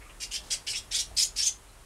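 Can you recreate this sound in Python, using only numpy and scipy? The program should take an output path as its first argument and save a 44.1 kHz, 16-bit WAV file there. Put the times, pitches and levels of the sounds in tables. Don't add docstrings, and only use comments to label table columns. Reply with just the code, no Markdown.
import sys
import numpy as np
from scipy import signal
from scipy.fft import rfft, irfft
from scipy.io import wavfile

SR = 44100
rng = np.random.default_rng(int(sys.argv[2]) if len(sys.argv) > 2 else 0)


def dump(signal):
    limited = np.clip(np.atleast_2d(signal).T, -1, 1)
    pcm = np.round(limited * 32767).astype(np.int16)
    wavfile.write(sys.argv[1], SR, pcm)


N = 81585


def hiss(length, level_db, swell_db, low_hz, low_db, high_hz, high_db, tilt_db):
    # frequency in Hz, relative level in dB.
    jet_spectrum = [(400, -50), (1100, -42), (1450, -20.5), (1850, -13), (2300, -9.5), (2800, -7.5),
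                    (4100, -2), (5800, 1), (7300, -0.5), (9000, -3.5), (10500, -10), (12500, -19),
                    (15500, -31)]
    low_width_hz, high_width_hz = 330, 410
    dull_db_per_octave, brighten_s = 6.5, 0.016
    patch_db, patch_hz, patch_s = 2.5, 400, 0.0032
    flutter_db, flutter_hz = 1.39, 131
    f, t, white = signal.stft(rng.standard_normal(16384), SR, nperseg=256, noverlap=192)
    low = low_db * np.exp(-.5 * ((f - low_hz) / low_width_hz) ** 2)
    high = high_db * np.exp(-.5 * ((f - high_hz) / high_width_hz) ** 2)
    octaves = np.log2(f / high_hz + .1)
    colour = curve_at(jet_spectrum, f) + low + high + tilt_db * octaves
    opening = -dull_db_per_octave * np.outer(np.maximum(octaves + .5, 0), np.exp(-t / brighten_s))
    patches = unit_rms(blur(f, patch_hz) @ rng.standard_normal(white.shape) @ blur(t, patch_s))
    shaped = white * amp(colour[:, None] + opening + patch_db * patches)
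    jet = unit_rms(signal.istft(shaped, SR, noverlap=192)[1])
    flutter = noise(lambda f: 1 / (1 + (f / flutter_hz) ** 2) * f / (f + 25))
    return amp(level_db + flutter_db * flutter) * puff(jet, length, swell_db)


def whistle(length, hz, glide, level_db, wander_hz=235, wander_rate_hz=222):
    wander = noise(lambda f: 1 / (1 + (f / wander_rate_hz) ** 2))
    glide_time = np.minimum(np.arange(len(wander)) / SR, length)
    cycles = np.cumsum(hz + glide * glide_time + wander_hz * wander) / SR
    return amp(level_db) * puff(unit_rms(np.sin(2 * np.pi * cycles)), length)


def cockroaches():
    # start and hold in seconds, level and swell in dB, low resonance in Hz, its gain in dB,
    # high resonance in Hz, its gain in dB, tilt in dB per octave.
    hisses = [ (0.198, 0.037, -34.5, 5.5, 2740, 8.5, 5050, 4.5, 0.5),
              (0.307, 0.056, -34.5, 5.5, 2930, 8, 5140, 4, -1),
              (0.501, 0.033, -26, 2, 2920, 3, 4910, 7.5, -0.66),
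              (.665, 0.048, -29.5, -3, 2720, 8, 4900, 6, -0.5),
              (0.724, 0.032, -36.5, 2.5, 2700, 14.5, 5430, -6, -3),
              (0.753, 0.023, -30.5, -3.5, 3440, 12, 4900, 4, 2),
              (0.908, 0.055, -30, 9, 3220, 3.5, 4970, -1.5, -1.5),
              (0.982, .025, -24.5, -3, 3250, 5.5, 5900, 8.5, 2),
              (1.163, 0.039, -24.5, 1.5, 3400, -1, 4910, 7.5, 1.5),
              (1.202, 0.032, -23.5, 4, 3510, 9, 6700, 10, 4),
              (1.356, 0.024, -33.5, 8, 2430, 10, 5030, 5, 2),
              (1.378, 0.043, -25, -6, 3450, -2, 5240, 10.5, -2),
              (1.418, 0.059, -29.5, 5, 3380, 7.5, 6240, 5.5, 1.5)]
    # start and hold in seconds, pitch in Hz, glide in Hz per second, level in dB.
    whistles = [ (0.214, 0.012, 3040, -3000, -56), (0.354, 0.018, 3260, 0, -40),
                (0.663, 0.029, 2410, 0, -52), (.727, .022, 2700, -16000, -46),
                (.744, .006, 5200, -10000, -35), (0.752, 0.0049, 5450, 0, -33.5),
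                (0.933, 0.016, 3310, -2, -34), (0.941, 0.036, 4750, 0, -34.5),
                (1.179, 0.051, 5074, 1004, -30), (1.386, 0.078, 5210, 3, -38.5),
                (1.426, 0.006, 6280, 0, -25), (1.464, 0.0086, 6620, -28000, -20.5)]
    out = np.zeros(N)
    for start, *shape in hisses:
        add(out, start, plastic_bin(hiss(*shape)))
    for start, *shape in whistles:
        add(out, start, whistle(*shape))
    return out


def rustles():
    # start and hold in seconds, band centre and width in Hz, level in dB.
    scuffs = [ (.008, 0.022, 2150, 810, -52.5), (.045, .018, 2480, 300, -59),
              (0.054, 0.025, 1190, 250, -57), (0.092, 0.0078, 2520, 1140, -49), (.370, 0.17, 617, 800, -60),
              (.430, 0.057, 4900, 6470, -53.5), (1.106, 0.064, 55, 50, -51), (1.108, .005, 675, 500, -48),
              (1.147, 0.0072, 9600, 6000, -56.5), (1.682, .008, 4140, 390, -61)]
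    out = np.zeros(N)
    for start, length, hz, width, db in scuffs:
        band = noise(lambda f: 1 / (1 + (2 * (f - hz) / width) ** 2))
        add(out, start, amp(db) * puff(band, length))
    return out


def plastic_bin(sound, count=24, wet_db=-2.5, span_s=0.012, fade_s=0.012):
    delays = span_s * (np.arange(count) + 1 + rng.random(count)) / count
    bounces = rng.choice([-1., 1.], count) * np.exp(-delays / fade_s)
    gains = amp(wet_db) * bounces / np.linalg.norm(bounces)
    out = sound.copy()
    for delay, gain in zip(delays, gains):
        add(out, delay, gain * sound)
    return out / np.sqrt(1 + amp(wet_db) ** 2)


def room_tail(sound, wet_db=-11, build_s=0.008):
    # frequency in Hz, seconds to fade by 60 dB.
    decay_times = [(500, 0.3), (3000, 0.24), (6500, 0.18), (10000, 0.23), (15000, 0.12)]
    hz, t, white = signal.stft(rng.standard_normal(SR // 2), SR, nperseg=256)
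    decay = amp(-60 * t / curve_at(decay_times, hz)[:, None])
    tail = signal.istft(white * decay * np.minimum(t / build_s, 1), SR)[1]
    return amp(wet_db) * signal.fftconvolve(sound, tail / np.linalg.norm(tail))[:N]


def room_tone(air_follow=0.27, rumble_edge_hz=270):
    # frequency in Hz, relative level in dB.
    bed_spectrum = [(15, -32), (26, -2.5), (37, 1), (56, 1), (74, -17.5), (100, -9), (140, -15.5),
                    (250, -19), (500, -19.5), (1100, -20.5), (2200, -25.5), (5000, -30.5), (9500, -27),
                    (12500, -36.5), (15500, -45)]
    # time in seconds, gain in dB.
    ride = [(0, -52.5), (.55, -49), (1.15, -49), (1.55, -54), (1.85, -55.5)]
    bed = noise(lambda f: amp(curve_at(bed_spectrum, f)), size=N)
    hz = np.fft.rfftfreq(N, 1 / SR)
    rumble = irfft(rfft(bed) / (1 + (hz / rumble_edge_hz) ** 2), N)
    air = bed - rumble
    rumble_db = np.interp(np.arange(N) / SR, *np.transpose(ride))
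    air_db = rumble_db.mean() + air_follow * (rumble_db - rumble_db.mean())
    return rumble * amp(rumble_db) + air * amp(air_db)


def hum(waver_hz=4.4):
    # pitch in Hz, level in dB.
    tones = [(36.5, -65), (57, -62.5), (100, -69.5), (290, -76), (398, -72.5)]
    t = np.arange(N) / SR
    out = np.zeros(N)
    for hz, db in tones:
        phase_drift = noise(lambda f: 1 / (1 + (f / waver_hz) ** 4), size=N)
        out += amp(db) * unit_rms(np.sin(2 * np.pi * hz * t + phase_drift))
    return out


def puff(sound, length, swell_db=0, attack_s=0.0086, release_s=0.015):
    t = np.arange(len(sound)) / SR
    swell = amp(swell_db * (np.minimum(t / length, 1) - .5))
    attack = np.minimum(t / attack_s, 1)
    release = np.exp(-np.maximum(t - length, 0) / release_s)
    return sound * swell * attack * release


def noise(gain, size=16384):
    white = rfft(rng.standard_normal(size))
    return unit_rms(irfft(white * gain(np.fft.rfftfreq(size, 1 / SR)), size))


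def amp(db):
    return 10 ** (np.asarray(db) / 20)


def unit_rms(x):
    return x / np.sqrt(np.mean(x ** 2) + 1e-20)


def curve_at(points, hz):
    f, value = np.transpose(points)
    return np.interp(np.log(hz + 1), np.log(f), value)


def blur(axis, width):
    return np.exp(-.5 * ((axis[:, None] - axis) / width) ** 2)


def add(mix, start, sound):
    part = mix[max(round(start * SR), 0):][:len(sound)]
    part += sound[:len(part)]


def scene():
    near = cockroaches() + rustles()
    return (near + room_tail(near) + room_tone() + hum())[None]


def record(dry, cutoff_hz=15780):
    lowpass = signal.firwin(801, cutoff_hz, window=("kaiser", 9), fs=SR)
    return signal.oaconvolve(dry, lowpass[None], "same")


dry = scene()
out = record(dry)
dump(out)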